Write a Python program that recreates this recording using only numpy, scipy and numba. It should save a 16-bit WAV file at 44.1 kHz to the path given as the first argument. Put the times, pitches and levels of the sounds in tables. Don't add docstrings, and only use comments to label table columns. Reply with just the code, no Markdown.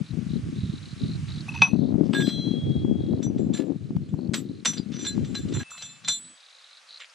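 import sys
import numpy as np
from scipy import signal
from scipy.fft import rfft, irfft
from scipy.io import wavfile
from scipy.ndimage import uniform_filter1d
from numba import njit

SR = 44100
rng = np.random.default_rng(int(sys.argv[2]) if len(sys.argv) > 2 else 0)


def to_wav(sig):
    pcm = np.clip(np.atleast_2d(sig), -1, 1) * 32767
    pcm = np.round(pcm).astype(np.int16)
    wavfile.write(sys.argv[1], SR, pcm.T)


def undo_db(level):
    steps = np.asarray(level, float) / 20
    return 10 ** steps


N = 314874
CUT_S = 5.635
LEAD_S = 0.006


# (time [s], crack level before trim [dB], ring level [dB],
# tilt to high modes [dB per family step], ring length before stretch [s])
PINGS = [(2.144, -44, -51.5, -19.5, .42), (2.2054, -42, -52, -19.5, 0.13), (2.2902, -39.5, -60, -12, 0.25),
         (3.2273, -44, -46.5, 0.5, 0.052), (3.3817, -50.5, -60.5, -1, 0.15), (3.5359, -43, -44.5, -3, 0.1),
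         (3.5654, -51, -50, 11, 0.077), (3.5742, -40, -60.5, 4, 0.16), (4.0887, -57, -70, -1.5, .12),
         (4.3413, -24, -42, 20.5, 0.083), (4.6553, -20, -31, 1, 0.077), (4.7334, -39.5, -45, -1, 0.063),
         (4.7735, -41, -53.5, -9, 0.045), (4.9256, -71, -69, -17, .14), (4.9915, -43.5, -47, -1, 0.42),
         (5.0501, -36.5, -38.5, -1.5, 0.1), (5.066, -36, -34.5, -3, .054), (5.2474, -45, -54, 0, 0.52),
         (5.3511, -34.5, -42, 1, 0.13), (5.4854, -47, -58.5, 0, 0.12), (5.5256, -41.5, -65.5, 0, 0.052),
         (5.5373, -52, -38.5, -1, 0.13), (5.5942, -46, -40, 1, 0.058), (5.705, -48, -46.5, 5, 0.54),
         (5.7787, -44, -59, 11.5, 0.39), (5.8224, -37.5, -43.5, -4.5, 0.2),
         (6.0462, -42.5, -51.5, -14, 0.054), (6.0829, -26, -26.5, -2.5, .12),
         (7.002, -42, -62.5, -10, 0.075)]
POT_HZ = [1642, 3303, 3558, 4058, 5943, 7247, 7914, 8978, 11903, 12163, 13800]
# (family from 0 low to 2 high, relative level [dB], t60 [s])
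POT = [(0, -21.5, 0.21), (0, -18, 0.37), (0, -3.5, 0.51), (0, -6, 0.78), (1, -2, 0.21), (1, -0.5, 0.82),
       (1.6, -11, 0.57), (1, -31.5, 1), (1.7, -33.5, 0.69), (1.5, -32, 0.69), (2, -40.5, 0.56)]


def glaze_pings():
    out = np.zeros((2, N))
    for s, crack_db, ring_db, tilt_db, length in PINGS:
        top_hz = 10200 + 176 * (crack_db + 21)
        tick = crack(crack_db - 1, tick_t60=0.029, tail_t60=0.17, tail_db=-5.5, lead_db=-6.5, top_hz=top_hz)
        add(out, s - LEAD_S, tick)
        for hz, (family, db, t60) in zip(POT_HZ, POT):
            stretch = 1.4 if hz > 8500 else 1
            add(out, s, ring(hz, db + ring_db + tilt_db * (family - 1), t60, length * stretch))
    return out


# (time [s], frequency [Hz], level before trim [dB], length [s])
SINGLE_RINGS = [(2.144, 1640, -27, 0.12), (2.126, 7914, -42.5, 0.26), (2.132, 11903, -57.5, 0.26),
                (2.15, 5943, -50, 0.44), (2.197, 3305, -38, 1.07), (2.216, 4958, -49.5, 0.12),
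                (2.207, 4058, -32, .4), (2.135, 8978, -71, .4), (3.228, 5943, -38.5, 0.076),
                (3.54, 8978, -58, 0.1), (3.54, 1720, -49, 0.11), (4.657, 5943, -25.5, 0.073),
                (4.657, 8978, -57, 0.14), (4.772, 4790, -45, 0.066), (5.35, 1642, -44, 0.066),
                (4.936, 5943, -42.5, 0.24), (5.058, 4070, -32, 0.096), (5.049, 1652, -46, .12),
                (5.351, 4040, -32.5, 0.044), (5.6, 1645, -38, 0.037), (5.638, 2624, -50, 0.45),
                (5.638, 8978, -61, 0.43), (5.771, 4058, -44, 0.19), (6.059, 4058, -58, 0.13),
                (6.081, 7930, -40, .31), (6.094, 3320, -61.5, .58)]


def single_rings():
    out = np.zeros((2, N))
    for s, hz, db, length in SINGLE_RINGS:
        add(out, s, ring(hz, db - 2.5, 4.3, length, rise=0.037 * length, waver_db=1.2, waver_s=0.07))
    return out


# (time [s], knock level [dB], ring level [dB], ring length before stretch [s])
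SET_DOWN = [(1.482, -41.5, -27, 0.011), (1.487, -45, -38, 0.022), (1.518, -51, -44, .02),
            (1.542, -48, -34.5, 0.041), (1.554, -47, -32.5, 0.11), (1.6185, -19.5, -4, 0.0016),
            (1.6209, -4.5, -5.5, 0.034), (1.657, -49, -33.5, 0.055), (1.68, -39, -32, 0.032),
            (1.71, -61, -49, 0.076)]
SET_POT_HZ = [800, 914, 1085, 2548, 3505, 5930, 10520, 11050]
# (relative level [dB], t60 [s])
SET_POT = [(-30.5, 0.12), (-18, 0.04), (-26, .06), (-5, 0.19), (-28.5, 0.091), (-24.5, 0.99), (-45, 0.18),
           (-57, 0.28)]


def set_down():
    out = np.zeros((2, N))
    for s, knock_db, ring_db, length in SET_DOWN:
        knock = crack(knock_db, tick_t60=0.0042, tail_t60=0.15, tail_db=-22, lead_db=-33, top_hz=5100)
        add(out, s - LEAD_S, knock)
        chatter_db = np.clip(-0.22 * ring_db + 0.5, 0, 6)
        for hz, (db, t60) in zip(SET_POT_HZ, SET_POT):
            favour_db = 1.3 * chatter_db * (hz < 1500 or hz > 9000)
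            mode = ring(hz, db + ring_db + favour_db, t60, length * (1 + hz / 5000),
                        rise=0.00032 + 0.00055 * chatter_db, waver_db=chatter_db, waver_s=0.005,
                        bend=0.0025 * chatter_db)
            add(out, s, mode)
    return out


def ring(hz, db, t60, length, rise=0.0013, waver_db=4.0, waver_s=0.02, bend=0.0):
    t = np.arange(int(max(length, 0.005) * 3 * SR)) / SR
    done = t / t[-1]
    muffle = np.cos(np.pi / 2 * np.minimum(3 * done, 1)) + 0.1 * (1 - done) ** 2
    attack = 1 - np.exp(-t / max(rise, 1e-4))
    shape = attack * muffle * np.exp(-np.log(1000) * t / t60)
    waver = np.interp(t, np.arange(90) * waver_s, rng.standard_normal(90))
    tone = np.sin(2 * np.pi * hz * (t + bend * np.cumsum(waver) / SR))
    return np.sqrt(2) * undo_db(db) * undo_db(waver_db * waver) * shape / shape.max() * tone


# (frequency [Hz], relative level per Hz [dB])
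CRACK = [(290, -50), (500, -8.5), (917, -11), (1230, -6.5), (2880, -6), (3520, -1.5), (4550, -7.5),
         (6820, -13), (7390, -6), (12500, -36.5), (16200, -74.5), (22000, -120)]


def crack(db, tick_t60, tail_t60, tail_db, lead_db, top_hz):
    t = np.arange(SR // 5) / SR - LEAD_S
    mid, side = (unit(colour(rng.standard_normal(len(t)), CRACK)) for _ in range(2))
    tail = undo_db(tail_db) * np.exp(-np.log(1000) * t / tail_t60) * (t > 0)
    snap = np.exp(-np.log(1000) * t / tick_t60)
    shape = np.where(t < 0, undo_db(lead_db), snap + tail)
    stereo = mid * shape + 0.3 * side * tail * np.array([[1], [-1]])
    return undo_db(db) * band(stereo, 310, top_hz, order=4)


# (time [s], length [s], level before fade [dB], low edge [Hz], high edge [Hz])
GRIT = [(1.28, 0.045, -51, 1005, 3493), (1.487, 0.03, -49, 780, 1300), (1.54, 0.12, -47, 800, 5000),
        (1.617, 0.074, -37.5, 632, 1300), (2.033, 0.091, -60, 3080, 6000), (2.13, 0.059, -35, 680, 4000),
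        (2.2, .03, -38.5, 900, 3000), (2.267, 0.05, -44.5, 900, 4500), (3.538, 0.11, -48, 1110, 4500),
        (3.964, 0.0053, -48.5, 800, 4970), (4.773, 0.024, -38, 3500, 5060),
        (4.918, 0.31, -50.5, 1190, 5948), (5.534, 0.22, -45.5, 690, 2968), (5.711, 0.068, -48.5, 980, 1493),
        (5.799, 0.032, -56, 1000, 4951), (7.004, 0.058, -44, 1600, 3580)]


def grit():
    out = np.zeros(N)
    for s, length, db, lo_hz, hi_hz in GRIT:
        n = int(length * SR)
        ticks = (rng.random(n) < 330 / SR) * rng.standard_normal(n)
        ticks = ticks + 0.03 * rng.standard_normal(n)
        fade = np.sqrt(np.linspace(1, 0, n))
        add(out, s, undo_db(db) * fade * unit(band(ticks, lo_hz, hi_hz, order=4)))
    return out


# (time [s], gust level before trim [dB], centre pitch of the buffet [Hz])
LEFT_GUST = [(0, -15.5, 171), (.06, -52, 145), (.13, -25, 159), (.3, -26, 172), (.43, -34.5, 223),
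             (.66, -30, 180), (.92, -46, 200), (1.04, -31, 210), (1.54, -37.5, 160), (1.66, -37, 150),
             (1.73, -20.5, 210), (1.93, -19, 210), (2.59, -24, 228), (3.5, -22, 233), (3.709, -23, 298),
             (3.78, -28.5, 140), (3.971, -29, 137.8), (4.1, -30, 140), (4.17, -26.5, 230),
             (4.31, -23, 199.3), (4.58, -40, 241), (4.8, -29.5, 240), (5.1, -28.5, 240), (5.2, -25, 210),
             (5.63, -32, 254), (5.64, -65, 160), (5.84, -53, 166), (6.02, -54.5, 170), (6.09, -36, 180),
             (6.17, -53, 205), (6.331, -54.5, 212), (6.4, -101.5, 148.7), (6.9, -81.5, 273),
             (7.14, -88, 250)]
# (time [s], gust level before trim [dB], centre pitch [Hz])
RIGHT_GUST = [(0, -43, 170), (.21, -52, 150), (.3, -29, 100), (.66, -30, 150), (.9, -37.5, 120),
              (1.03, -27.5, 130), (1.34, -33, 120), (1.599, -29.5, 130), (1.7, -39.5, 120),
              (1.92, -29, 110), (2.1, -37, 150), (2.55, -35.5, 170), (2.64, -24.5, 140), (3, -28, 122.4),
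              (3.23, -32, 130), (3.5, -28.5, 133.8), (3.62, -41, 199), (3.85, -44.5, 240),
              (3.93, -29.5, 250), (4.15, -38, 225.5), (4.43, -48.5, 170), (4.55, -32, 170), (4.7, -58, 150),
              (5.05, -36, 140), (5.15, -27, 120), (5.35, -35, 120), (5.55, -29.5, 129), (5.631, -32, 130),
              (5.638, -87, 140), (6, -90, 230), (6.1, -65, 290), (6.4, -102, 279.7), (7.14, -100, 250)]


def wind():
    left = eddies(rate=260, spread_db=1.0, bed=0.4)
    right = eddies(rate=380, spread_db=2.5, bed=0.46)
    shared = 0.55 * unit(left) + 0.75 * unit(right)
    boom = np.array([buffet(left, LEFT_GUST), buffet(shared, RIGHT_GUST)])
    boom = boom + undo_db([[-9.5], [-19.5]]) * boom[::-1]
    on_left, on_right = flutter_gain(LEFT_GUST), flutter_gain(RIGHT_GUST)
    flutter = unit(band(np.array([left, right - 0.67 * left]), 402, 710))
    flutter = flutter * np.array([on_left, on_right + undo_db(-8) * on_left])
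    return boom + flutter + thumps()


# (time [s], level before trim [dB], pitch [Hz], left minus right [dB])
THUMPS = [(0.129, -18.5, 128, 14), (0.264, -17, 185, 12), (.632, -9, 146, -6), (.695, -13.5, 159, -8),
          (1.033, -13, 140, -11), (1.108, -17, 176, 4), (1.73, -10, 201, 21), (1.748, -17, 251, 21.5),
          (1.92, -17.5, 248, 25), (1.939, -12, 197, 21), (2.03, -19, 251, 27), (2.094, -15, 225, 21),
          (2.39, -14, 213, 4), (2.474, -18.5, 231, 22.5), (2.511, -15, 230, 18), (2.771, -18, 122, 11),
          (2.845, -16.5, 222, 27), (3.106, -12.5, 178, 8.5), (3.263, -16.5, 183, 22), (3.297, -11, 221, 9),
          (3.464, -10, 212, 6), (3.595, -23, 275, 31), (3.716, -23.5, 210.7, 27.5), (3.903, -22, 236, 25),
          (3.963, -15, 164, 24.5), (4.137, -25.5, 126, 34.5), (4.187, -33, 286, 38.5),
          (4.289, -13.5, 135, 11), (4.493, -17.5, 196, 9), (4.795, -14, 224, 16), (5.175, -17, 210, 28),
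          (5.199, -15, 174, 11), (5.3, -17.5, 196, 15), (5.449, -13.5, 197, 10)]


def thumps():
    out = np.zeros((2, N))
    t = np.arange(-int(0.00867 * SR), int(0.016 * SR)) / SR
    snap = np.sin(2 * np.pi * 750 * t) * np.exp(-np.abs(t) / 0.0005)
    for s, db, hz, pan_db in THUMPS:
        thump = -np.cos(2 * np.pi * hz * t) * np.exp(-(t * hz / 0.6) ** 2)
        thump -= thump.mean() * np.hanning(len(t)) * 2
        thump_db = db - 5.5 + np.array([[pan_db], [-pan_db]]) / 2
        snap_db = db - 50 + 0.97 * pan_db + np.array([[14.0], [9.0]])
        add(out, s - 0.004, thump * undo_db(thump_db) + snap * undo_db(snap_db))
    return out


def eddies(rate, spread_db, bed):
    kicks = (rng.random(N) < rate / SR) * rng.standard_normal(N)
    kicks = kicks * undo_db(spread_db * rng.exponential(size=N))
    rush = rng.standard_normal(N)
    return np.where(np.arange(N) < CUT_S * SR, unit(kicks) + bed * rush, rush)


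def buffet(kicks, table):
    db, hz = curves(table)
    hz = hz * 2 ** (0.15 * walk(18))
    width = 0.96
    boom = svf(kicks, hz, width)
    boom = svf(boom, 1.174 * hz, 1.3 * width)
    boom = svf(boom, 0.5 * hz, 1.86 * width)
    boom = svf(boom, 0.9 * hz, 1.8 * width)
    boom = band(boom, 65, 420)
    boom = boom / np.sqrt(uniform_filter1d(boom ** 2, size=SR // 4))
    return boom * undo_db(db - 1 + 3 * walk(14))


def flutter_gain(table):
    gust_db, hz = curves(table)
    return undo_db(-51 + 1.9 * (gust_db + 25.5) + 9 * np.log2(hz / 220))


# (time [s], length [s], level before swell [dB], starting pitch [Hz])
CHIRPS = [(.02, .1, -55.5, 3800), (.27, 0.11, -53.5, 3800), (.53, .27, -52.5, 3800), (.8, .14, -52.5, 4000),
          (.96, .21, -49, 3900), (1.26, .16, -47.5, 3950), (1.45, 0.45, -58.5, 4000),
          (1.76, .17, -59, 3800), (2.45, .39, -59, 3750), (2.95, .25, -60.5, 3800), (3.62, .3, -69.5, 3840),
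          (3.99, 0.092, -67, 4000), (4.16, 0.12, -60.5, 4100), (4.42, .19, -60.5, 3950),
          (4.8, .1, -64, 3900), (6.2, .1, -59, 3800), (6.35, 0.25, -57, 3800), (6.58, .22, -54.5, 3800),
          (6.87, .12, -47.5, 4000)]
# (time [s], length [s], level before swell [dB], steady pitch [Hz])
SLOW_CHIRPS = [(6.295, 0.79, -67, 4800), (7.02, 0.11, -63, 4980)]


def insects():
    out = np.zeros(N)
    for table, rate, rise_hz in (CHIRPS, 46, 200), (SLOW_CHIRPS, 19, 0):
        for s, length, db, hz in table:
            t = np.arange(int(length * SR)) / SR
            jitter = np.interp(t * rate, np.arange(40), rng.standard_normal(40))
            phase = np.cumsum(rate * (1 + 0.25 * jitter)) / SR % 1
            scrapes = uniform_filter1d(np.exp(-phase / rate / 0.011), size=90)
            noise = rng.standard_normal(len(t)) + 1j * rng.standard_normal(len(t))
            rough = signal.lfilter([1], np.poly([0.955, 0.955]), noise)
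            carrier = np.exp(2j * np.pi * np.cumsum(hz + rise_hz * t / length) / SR)
            swell = np.minimum(np.minimum(t / 0.037, (t[-1] - t) / 0.0043), 1)
            add(out, s, undo_db(db) * swell * unit(scrapes * np.real(rough * carrier)))
    return out


# (time [s], level before trim [dB])
AIR = [
    [(0, -64.5), (1.5, -60), (1.8, -71.5), (2.3, -64), (2.9, -70), (4.4, -73), (5, -66), (5.63, -63)],
    [(5.64, -65), (6.3, -66), (7.14, -64.5)],
]
# (frequency [Hz], relative level per Hz [dB])
HISS = [(290, -51.5), (500, -8), (573, -10.5), (1030, -11.5), (1120, -6.5), (1640, -6.5), (1930, -7.5),
        (2530, -6.5), (5660, -10.5), (6140, -10), (9900, -14.5), (13000, -35.5)]


def outdoors():
    hiss_db, = curves(np.vstack(AIR))
    treble_db = hiss_db - 12.5 + walk(3)
    mid, side = (unit(colour(rng.standard_normal(N), HISS)) for _ in range(2))
    hiss = mid + 0.55 * band(side, 400, 6000, order=1) * np.array([[1], [-1]])
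    hiss = band(hiss, 450, 13000)
    body = signal.sosfilt(signal.butter(1, 6000, fs=SR, output="sos"), hiss)
    return body * undo_db(hiss_db + 9.5) + (hiss - body) * undo_db(treble_db + 9.5)


def unit(x):
    return x / np.sqrt(np.mean(x ** 2))


def curves(rows):
    s, *columns = np.transpose(rows)
    return [np.interp(np.arange(N) / SR, s, c) for c in columns]


def colour(x, points):
    hz, db = np.transpose(points)
    f = np.arange(len(x) // 2 + 1) * SR / len(x) + 1
    return irfft(rfft(x) * undo_db(np.interp(np.log(f), np.log(hz), db)), len(x))


def band(x, lo_hz, hi_hz, order=2):
    return signal.sosfilt(signal.butter(order, [lo_hz, hi_hz], "band", fs=SR, output="sos"), x)


@njit
def svf(x, hz, width):
    y, b, l = np.empty(len(x)), 0., 0.
    for i in range(len(x)):
        g = np.tan(np.pi * hz[i] / SR)
        v = (b + g * (x[i] - l)) / (1 + g * (g + width))
        b, l, y[i] = 2 * v - b, l + 2 * g * v, width * v
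    return y


def walk(rate):
    return np.interp(np.arange(N) * rate / SR, np.arange(400), rng.standard_normal(400))


def add(out, s, sound):
    i = int(s * SR)
    stop = min(i + sound.shape[-1], int(CUT_S * SR) if s < CUT_S else N)
    out[..., i:stop] += sound[..., :stop - i]


def scene():
    near = glaze_pings() + single_rings() + set_down() + grit() + insects()
    echo = undo_db(-14) * np.roll(band(near[0], 800, 5000, order=1), int(0.0027 * SR))
    return near + echo * np.array([[1], [-1]]) + wind() + outdoors()


def band_limit(x):
    return signal.sosfilt(signal.butter(12, 15130, fs=SR, output="sos"), x)


def record(dry):
    mix = signal.sosfilt(signal.butter(2, 45, "high", fs=SR, output="sos"), dry)
    return band_limit(mix)


dry = scene()
out = record(dry)
to_wav(out)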